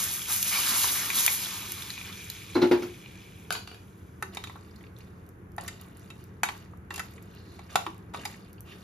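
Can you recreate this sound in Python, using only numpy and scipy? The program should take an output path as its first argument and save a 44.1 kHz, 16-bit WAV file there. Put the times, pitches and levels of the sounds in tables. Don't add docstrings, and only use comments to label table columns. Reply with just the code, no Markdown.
import sys
import numpy as np
from scipy import signal
from scipy.fft import rfft, irfft, next_fast_len
from scipy.io import wavfile

SR = 44100
rng = np.random.default_rng(int(sys.argv[2]) if len(sys.argv) > 2 else 0)


def generate_wav(sig):
    pcm = np.round(np.clip(np.atleast_2d(sig).T, -1, 1) * 32767).astype(np.int16)
    wavfile.write(sys.argv[1], SR, pcm)


N = 389403

# (time [s], duration [s], steam level [dB], cooling time [s])
SPLASHES = [(-0.06, 0.041, -25, 0.37), (0.26, 0.035, -23.5, 0.26), (0.432, 0.42, -26.5, 0.74),
            (0.74, 0.055, -25, 0.14), (1.122, 0.074, -21, 0.26)]
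# (frequency [Hz], gain [dB])
HISS_SPECTRUM = [(200, -21.5), (550, -42), (1000, -14.5), (2200, -9), (4000, -7.5), (7000, 2), (10500, 2.5),
                 (15500, -2.5)]
BOIL_SPECTRUM = [(150, -8.5), (350, -9.5), (580, -15), (1000, -1.5), (1500, -5), (2200, -4), (4000, -2),
                 (7000, -16.5), (15000, -24.5)]
SIMMER_SPECTRUM = [(500, -35.5), (1700, -6), (2350, -0.5), (2800, -3.5), (3400, -0.5), (4100, -6.5),
                   (4900, -10), (7000, -4), (15000, -23)]
DROPLET_SPECTRUM = [(500, -24), (2000, -10), (5000, -7), (10000, 0), (15000, 0)]
# (time [s], level [dB], pitch [Hz])
OIL_POPS = [(0.218, -26.5, 3140), (0.843, -22.5, 980), (1.1022, -16.5, 2190), (1.2786, -10, 2110),
            (1.4587, -25.5, 3300), (1.822, -26.5, 3460), (1.9033, -23, 3950), (1.9775, -28, 2260),
            (2.013, -29, 2250), (2.1267, -31.5, 3400), (2.3008, -26.5, 4000), (3.06, -36, 2380)]
# (frequency ratio [1], level [dB])
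CAVITY_MODES = [(0.45, -10), (1.0, 0), (1.17, -5), (1.65, -7)]
# (time [s], duration [s], level [dB], pitch [Hz])
WHISTLES = [(0.305, 0.05, -40.5, 3900), (0.512, 0.12, -39.5, 4600), (0.508, 0.1, -35, 2310),
            (0.508, 0.13, -39, 1120)]
# (time [s], level [dB])
OIL_SPITS = [(0.3185, -13), (0.333, -13.5), (0.3632, -7), (0.428, -5.5), (0.4765, -17.5), (0.592, -14),
             (1.1022, -13), (1.2635, 1), (1.7201, -16.5), (1.9037, -25), (2.3008, -13)]
# (frequency [Hz], gain [dB])
AIR_SPECTRUM = [(18, -51.5), (32, -23.5), (45, -10), (65, -6), (85, 2), (125, -2.5), (155, -7.5), (200, -3),
                (240, -13.5), (330, -10), (440, -14), (600, -26), (1500, -26.5), (2500, -37.5),
                (4800, -57.5), (9500, -46.5), (15500, -53.5)]
# (frequency [Hz], level [dB])
HUM_TONES = [(100, -63), (179, -58.5)]
# (time [s], level [dB], hardness [dB], contact
# time [s], main ring [Hz], second ring [Hz])
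LADLE_BLOWS = [(2.552, -35.5, -15, 0.031, 828, 2228), (2.617, -32.5, -15.5, 0.036, 850, 1420),
               (2.712, -30.5, -13.5, 0.017, 1420, 850), (2.822, -41.5, -7.5, 0.013, 1420, 4100)]
PICKUP_BLOWS = [(3.5055, -34, -3, 0.0016, 1520, 1620), (3.5245, -37.5, 9.5, 0.0044, 2525, 4600),
                (3.5505, -40.5, -5.5, 0.0046, 2930, 4097), (3.674, -47.5, -1, 0.005, 4560, 2270),
                (3.714, -54, -5.5, 0.004, 4400, 2918), (3.7443, -54.5, 1.5, 0.0033, 2525, 2400)]
BOWL_BLOWS = [(4.2245, -36, -3, 0.0028, 1490, 1800), (4.348, -54, 9, 0.002, 850, 4900),
              (4.3705, -37.5, -3, 0.00075, 3740, 945), (4.439, -41, 1.5, 0.0014, 3800, 3550),
              (4.472, -47.5, 0, 0.001, 2430, 3660), (4.497, -53, -9, 0.0011, 970, 2100),
              (4.557, -59.5, -13.5, 0.00056, 1100, 1480), (5.581, -42, -8.5, 0.0024, 794, 1890),
              (5.678, -40, 8.5, 0.01, 7600, 1900), (6.102, -47.5, 0, 0.0031, 2720, 3850),
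              (6.4328, -25.5, -2, 0.0024, 1490, 2360), (6.438, -39, 5, 0.042, 3760, 6200),
              (6.488, -36.5, -7, 0.00072, 2110, 1000), (6.9055, -39, -6.5, 0.0038, 1810, 2700),
              (6.9394, -43.5, 6, 0.009, 2700, 1113), (6.9594, -43, 9.5, 0.004, 2720, 3500),
              (6.9788, -44, 1, 0.0036, 905, 4900), (6.994, -35.5, 1.5, 0.0036, 2000, 2700),
              (6.999, -41.5, -2.5, 0.0026, 1330, 1930), (7.592, -53, -5, 0.00062, 880, 1113),
              (7.7562, -25.5, -5, 0.0025, 790, 1200), (7.757, -32, 6, 0.0013, 3660, 2100),
              (7.8648, -40.5, -9.5, 0.0003, 1030, 2500), (8.137, -48.5, -6, 0.0065, 994, 1480),
              (8.1455, -44, -8, 0.0008, 1060, 2400), (8.252, -37, 1, 0.0068, 795, 4860)]
# (frequency [Hz], level [dB], free decay time T60 [s])
LADLE_MODES = [(101.4, -13.5, 0.62), (179, -18.5, 0.05), (251, -8.5, 0.18), (281, -6.5, 0.21),
               (328, -5, 0.015), (354.3, 3.5, 0.15), (398, -13, 0.24), (438.5, -12.5, 0.044),
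               (503, -14, 0.092), (854, -22.5, 0.23), (1420, -21.5, 0.03), (2228, -14, 0.042),
               (4100, -37, 0.04)]
SPOON_MODES = [(433, -8, 0.03), (730, -3, 0.013), (907, -4, 0.025), (1520, -4, 0.024), (2525, -6, 0.02),
               (2918, -6, 0.025), (4097, -9, 0.03), (4560, -11, 0.018), (7000, -13, .012),
               (10800, -11, .008)]
BOWL_MODES = [(340, -18, 0.1), (415, -16, 0.06), (700, -12, 0.03), (824, -0.5, 0.02), (978, 1, 0.018),
              (1113, -4, 0.035), (1335, -2.5, 0.04), (1470, -4, 0.018), (1836, -4, 0.03), (2010, -2, 0.026),
              (2240, -1, 0.018), (2430, -2, 0.009), (2700, -3, 0.042), (3540, -6, 0.02), (3760, -5, 0.038),
              (4800, -13, 0.022), (7350, -6, 0.012)]
# (frequency [Hz], gain [dB])
RASP_SPECTRUM = [(40, -39), (110, -14), (270, 2), (800, -5), (1500, -8.5), (2500, -6), (4500, -15.5),
                 (6500, -21), (15000, -29)]
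CRACK_SPECTRUM = [(40, -45), (150, -30), (580, -17), (1050, 7), (1700, 3), (3300, 5), (5500, -6), (7500, 2),
                  (11000, -5), (15500, -14)]
# (time [s], duration [s], level [dB], pitch [Hz])
SQUEAKS = [(2.543, 0.028, -38, 4110), (2.612, 0.024, -32, 4100)]
# (time [s], level [dB], pitch [Hz])
THUMPS = [(4.23, -39, 380), (6.908, -46, 380), (7.87, -32, 329)]
# (time [s], duration [s], sliding level [dB], crackle level [dB])
STROKES = [(4.317, 0.43, -51, -68), (4.957, 0.34, -63.5, -69), (5.593, 0.63, -50, -55.5),
           (6.447, 0.14, -51, -55.5), (6.902, 0.97, -49.5, -66), (7.69, 0.081, -52.5, -60),
           (8.132, 0.25, -47, -50.5), (8.656, 0.17, -55, -64)]
# (frequency [Hz], gain [dB])
SLIDE_SPECTRUM = [(200, 22), (600, -4), (1100, -5.5), (2200, -6), (4200, -10.5), (5700, -15.5),
                  (8000, -13.5), (15000, -21)]
STICKY_SPECTRUM = [(1000, -22), (4000, -37), (7300, 3.5), (10000, 2), (13000, -13), (15500, 6)]
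FILM_SPECTRUM = [(1000, -24), (4000, -12), (7000, -2), (11000, 0), (15000, 0)]
# (time [s], duration [s], level [dB], pitch [Hz])
SCRAPES = [(4.382, 0.19, -62, 3720), (7.282, 0.39, -65.5, 4120), (8.641, 0.12, -58, 2800),
           (8.65, 0.16, -62.5, 3520)]
# (time [s], level [dB])
FILM_SNAPS = [(4.5635, -45), (4.7601, -43), (4.8289, -45), (4.9876, -37.5), (5.2654, -48), (5.291, -41),
              (5.519, -45), (5.5653, -38), (5.6381, -34), (5.8135, -29.5), (5.9963, -42), (6.2407, -41),
              (6.5784, -37), (6.7735, -47), (7.1385, -40), (7.226, -40), (7.3503, -41), (7.9458, -46),
              (7.9803, -45), (8.531, -38), (8.6068, -33)]
# (time [s], level [dB], pitch [Hz])
SQUELCHES = [(4.71, -49, 4660), (4.761, -43, 4250), (4.809, -44, 2000), (4.839, -42, 2200),
             (4.867, -43.5, 2620), (4.9645, -45.5, 3470), (5.0055, -43, 2410), (6.735, -39.5, 950),
             (7.18, -41, 2040), (8.211, -40, 1590), (8.235, -34, 1700), (8.343, -38.5, 1820),
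             (8.581, -45, 2670)]
# (frequency [Hz], decay time T60 [s])
KITCHEN_T60 = [(120, 0.2), (300, 0.43), (700, 0.29), (1800, 0.23), (4500, 0.34), (9000, 0.23), (15000, 0.3)]
# (frequency [Hz], lead of the left [rad])
PORT_PHASE = [(0, 0), (480, -.45), (850, .6), (1400, 0), (2900, .8), (4700, .7), (5600, -1.0), (6600, -1.3),
              (7900, -3.0), (8900, -3.3), (11300, -6.2), (12900, -6.4), (14700, -9.2), (15700, -9.5)]
# (frequency [Hz], gain [dB])
PORT_WIDTH = [(60, -23), (150, -16), (300, -13.5), (650, 1.5), (4500, -1), (6800, 2), (8300, -21.5),
              (11000, -4), (15000, -17)]

POOL_START_S, BAND_LIMIT_HZ = 0.509, 15650


def gain_of(db):
    return 10 ** (np.asarray(db) / 20)


def unit_rms(x):
    return x / np.sqrt(np.mean(x ** 2) + 1e-20)


def value_at(points, hz):
    f, value = np.transpose(points)
    return np.interp(np.log(hz + 1), np.log(f + 1), value)


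def add(mix, s, sound):
    part = mix[round(s * SR):][:len(sound)]
    part += sound[:len(part)]


def wander(per_s):
    return np.interp(np.arange(N) * per_s / SR, np.arange(2000), rng.standard_normal(2000))


def gate(t, rise_s, length_s, release_s):
    return np.clip(t / rise_s, 0, 1) * np.exp(-np.maximum(t - length_s, 0) / release_s)


def coloured(x, spectrum, size=2048):
    log_gain = np.log(gain_of(value_at(spectrum, abs(np.fft.fftfreq(size, 1 / SR)))))
    taps = np.fft.ifft(np.exp(np.conj(signal.hilbert(log_gain)))).real
    return signal.oaconvolve(x, taps)[:len(x)]


def resonant(x, hz, width_hz):
    r = np.exp(-np.pi * width_hz / SR)
    return unit_rms(signal.lfilter([1, 0, -1], [1, -2 * r * np.cos(2 * np.pi * hz / SR), r * r], x))


def bursts(spectrum, per_s, spread_db, cycles, low_hz, clump_db, clumps_per_s, bands=16):
    out, chance, shared = np.zeros(N), per_s / bands / SR, wander(clumps_per_s)
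    for hz in np.geomspace(low_hz, BAND_LIMIT_HZ, bands):
        draw, train = rng.random(N), np.zeros(N)
        clumps = .5 * shared + wander(clumps_per_s)
        hit = np.flatnonzero(draw < chance)
        size_db = spread_db * np.minimum(-np.log(draw[hit] / chance), 5) + clump_db * clumps[hit]
        train[hit] = gain_of(size_db) * (-1.) ** hit
        out += np.sqrt(hz) * resonant(train + 1e-15, hz, width_hz=hz / cycles / np.pi)
    return unit_rms(coloured(out, spectrum))


def steam_level(t, rise_s=0.057, cooling_db_per_decade=47, dry_from_s=0.91, drying_db_per_s=2.5):
    power = 0
    for s, length, db, cooling_s in SPLASHES:
        cooled_db = cooling_db_per_decade * np.log10(1 + np.maximum(t - s - length, 0) / cooling_s)
        power += (np.clip((t - s) / rise_s, 0, 1) * gain_of(db - cooled_db)) ** 2
    return np.sqrt(power) * gain_of(-drying_db_per_s * np.maximum(t - dry_from_s, 0))


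def hiss(steam):
    return steam * bursts(HISS_SPECTRUM, per_s=22000, spread_db=2, cycles=0.6, low_hz=500,
                          clump_db=2.5, clumps_per_s=50)


def boil(t, steam, rise_s=0.008, hold_s=0.34, fall_db_per_s=13.5):
    age = t - POOL_START_S
    pool = np.clip(age / rise_s, 0, 1) * gain_of(-33.5 - fall_db_per_s * np.maximum(age - hold_s, 0))
    level = np.hypot(pool, gain_of(-11.5) * steam)
    return level * bursts(BOIL_SPECTRUM, per_s=10000, spread_db=1.5, cycles=1.58, low_hz=214.4,
                          clump_db=3.5, clumps_per_s=28)


def simmer(t, top_s=0.77, fall_db_per_s2=3):
    level = gain_of(-41.5 - fall_db_per_s2 * (t - top_s) ** 2)
    return level * bursts(SIMMER_SPECTRUM, per_s=6000, spread_db=3.7, cycles=2.2, low_hz=950,
                          clump_db=2, clumps_per_s=45)


def froth(t, top_s=1.93, fall_db_per_s=3.5):
    bubbles = bursts(SIMMER_SPECTRUM, per_s=3000, spread_db=3.5, cycles=2, low_hz=950,
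                     clump_db=2.5, clumps_per_s=45)
    level = gain_of(-52.5 - fall_db_per_s * abs(t - top_s))
    level *= gate(t, rise_s=POOL_START_S, length_s=3.34, release_s=0.37)
    return level * resonant(bubbles, hz=2370, width_hz=550)


def pops(rows, swell_s, glide_per_s):
    out, t = np.zeros(N), np.arange(SR // 50) / SR
    ratio, db = np.transpose(CAVITY_MODES)[:, :, None]
    for s, peak_db, hz in rows:
        turns = ratio * hz * (t + glide_per_s * t ** 2 / 2) + rng.random(ratio.shape)
        pop = (gain_of(db) * np.sin(2 * np.pi * turns)).sum(0) * t * np.exp(-t / swell_s)
        add(out, s, gain_of(peak_db) * pop / abs(pop).max())
    return out


def singing(rows, width_hz):
    out = np.zeros(N)
    for s, length, db, hz in rows:
        swell = np.sqrt(np.hanning(int(length * SR)))
        tone = resonant(rng.standard_normal(SR), hz, width_hz)[:len(swell)]
        add(out, s, gain_of(db) * swell * tone)
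    return out


def snaps(rows, spectrum, fizz_db, fizz_s, size=512):
    out, t = np.zeros(N), np.arange(size) / SR
    for s, peak_db in rows:
        fizz = gain_of(fizz_db) * rng.standard_normal(size) * np.exp(-t / fizz_s)
        click = coloured((t == 0) + fizz, spectrum)
        add(out, s, gain_of(peak_db) * click / abs(click).max())
    return out


def oil():
    t = np.arange(N) / SR
    steam = steam_level(t)
    sizzle = hiss(steam) + boil(t, steam) + simmer(t) + froth(t) + singing(WHISTLES, width_hz=170)
    spits = snaps(OIL_SPITS, DROPLET_SPECTRUM, fizz_db=-9, fizz_s=0.0005)
    spits += pops(OIL_POPS, swell_s=0.00065, glide_per_s=15)
    return (gain_of(-1.58) * kitchen(sizzle, near_db=-12, room_db=-6)
            + gain_of(0.5) * kitchen(spits, near_db=-3, room_db=-6))


def air_and_hum():
    t = np.arange(N) / SR
    air = np.array([unit_rms(coloured(rng.standard_normal(N), AIR_SPECTRUM, 8192)) for _ in range(2)])
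    air *= gain_of(-48.5 + 0.75 * wander(9))
    hum = sum(gain_of(db) * np.sin(2 * np.pi * (hz * t + rng.random())) for hz, db in HUM_TONES)
    return np.sqrt(2) * (air + hum)


def blows(rows, modes, crack_spectrum, crack_db, crack_t60, favour_db, edges_db, press_db=0, detune=0):
    out, t = np.zeros(N), np.arange(SR // 3) / SR
    hz, db, t60 = np.transpose(modes)[:, :, None]
    bands = [signal.butter(3, edge_hz, kind, fs=SR, output="sos")
             for edge_hz, kind in (((80, 1600), "band"), ((1600, 5000), "band"), (5000, "high"))]
    for s, level_db, hard_db, contact_s, main_hz, second_hz in rows:
        off_hz = np.minimum(abs(hz - main_hz), abs(hz - second_hz))
        place_db = favour_db * np.exp(-(off_hz / 190) ** 2) + 1.5 * rng.standard_normal(hz.shape)
        loaded_hz = hz * (1 + detune * rng.standard_normal(hz.shape))
        damping = 1 + gain_of(level_db - press_db)
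        decay_db = 60 * np.maximum(t - contact_s, 0) * damping / t60
        partials = np.sin(2 * np.pi * (loaded_hz * t + rng.random(hz.shape)))
        ring = (gain_of(db + place_db - decay_db) * partials).sum(0)
        crack = unit_rms(coloured(rng.standard_normal(len(t)), crack_spectrum))
        crack *= gain_of(crack_db - 60 * np.maximum(t - contact_s / 2, 0) / crack_t60)
        blow = (ring + crack) * (1 - np.exp(-t / (0.04 * contact_s)))
        flanks_db = edges_db - 4.5 * (main_hz > 1600)
        for band, band_db in zip(bands, (flanks_db - hard_db, 0, flanks_db + hard_db)):
            part = signal.sosfilt(band, blow + 1e-15)
            part *= np.sqrt(SR / 50) / np.linalg.norm(part)
            add(out, s, gain_of(level_db + band_db) * part)
    return out


def ladle():
    knocks = blows(LADLE_BLOWS, LADLE_MODES, RASP_SPECTRUM, crack_db=-2.5, crack_t60=0.17,
                   favour_db=5.5, edges_db=1)
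    knocks += singing(SQUEAKS, width_hz=130)
    return gain_of(0.5) * kitchen(knocks, near_db=-8, room_db=-6)


def spoon():
    clatter = blows(PICKUP_BLOWS, SPOON_MODES, CRACK_SPECTRUM, crack_db=8, crack_t60=0.012,
                    favour_db=11, edges_db=-3)
    return gain_of(0.5) * kitchen(clatter, near_db=-4.5, room_db=0)


def bowl():
    knocks = blows(BOWL_BLOWS, BOWL_MODES, CRACK_SPECTRUM, crack_db=10, crack_t60=0.015,
                   favour_db=12.5, edges_db=-2.5, press_db=-24, detune=0.013)
    t = np.arange(SR // 5) / SR
    thump = gate(t, rise_s=0.005, length_s=0.005, release_s=0.014)
    for s, db, hz in THUMPS:
        add(knocks, s, gain_of(db) * thump * np.sin(2 * np.pi * hz * t))
    return gain_of(-1.58) * kitchen(knocks, near_db=-2.5, room_db=-5)


def meat(dig_s=0.045, ease_db_per_s=42.5, slide_drag_db=-11, sticky_drag_db=-9):
    t, sliding, sticking = np.arange(N) / SR, 0, 0
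    for s, length, slide_db, sticky_db in STROKES:
        moving = gate(t - s, rise_s=0.0094, length_s=length, release_s=0.14)
        eased_db = -ease_db_per_s * np.maximum(t - s - dig_s, 0)
        sliding += moving * gain_of(slide_db + np.maximum(eased_db, slide_drag_db))
        sticking += moving * gain_of(sticky_db + np.maximum(eased_db, sticky_drag_db))
    wet = sliding * bursts(SLIDE_SPECTRUM, per_s=2400, spread_db=3, cycles=2.3, low_hz=426,
                           clump_db=2, clumps_per_s=30)
    wet += singing(SCRAPES, width_hz=520) * gain_of(2.2 * wander(90))
    wet += pops(SQUELCHES, swell_s=0.00058, glide_per_s=11)
    crackle = sticking * bursts(STICKY_SPECTRUM, per_s=90, spread_db=4.6, cycles=0.6, low_hz=3500,
                                clump_db=3.5, clumps_per_s=12)
    ticks = gain_of(-8.5) * crackle + snaps(FILM_SNAPS, FILM_SPECTRUM, fizz_db=-8, fizz_s=0.0007)
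    return (gain_of(4) * kitchen(ticks, near_db=-8, room_db=-7)
            + gain_of(-2) * kitchen(wet, near_db=0, room_db=-4.5))


def kitchen(x, near_db, room_db):
    t = np.arange(SR // 2) / SR
    taps = rng.choice([-1., 1.], (2, len(t))) * (rng.random((2, len(t))) < .12)
    near = taps * (t > .001) * gain_of(-60 * t / 0.031)
    hz, frame_s, diffuse = signal.stft(rng.standard_normal((2, len(t))) * (t > .006), SR, nperseg=256)
    diffuse *= gain_of(-60 * frame_s / value_at(KITCHEN_T60, hz)[:, None])
    tail = signal.istft(diffuse, SR, nperseg=256)[1][:, :len(t)]
    echo = gain_of(near_db) * near / np.linalg.norm(near[0])
    echo += gain_of(room_db) * tail / np.linalg.norm(tail[0])
    return x + signal.oaconvolve(x[None], echo, axes=1)[:, :N]


def scene():
    return oil() + air_and_hum() + ladle() + spoon() + bowl() + meat()


def record(dry):
    size = next_fast_len(N + 4096)
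    hz = np.fft.rfftfreq(size, 1 / SR)
    left, right = rfft(dry, size)
    mid = (left + right) / 2
    side = (left - right) / 2 * gain_of(value_at(PORT_WIDTH, hz))
    lead = np.exp(.5j * np.interp(hz, *np.transpose(PORT_PHASE)))
    ports = irfft(np.array([(mid + side) * lead, (mid - side) / lead]), size)[:, :N]
    low_pass = signal.firwin(511, BAND_LIMIT_HZ, window=("kaiser", 9), fs=SR)
    return signal.oaconvolve(ports, low_pass[None], "same")


dry = scene()
out = record(dry)
generate_wav(out)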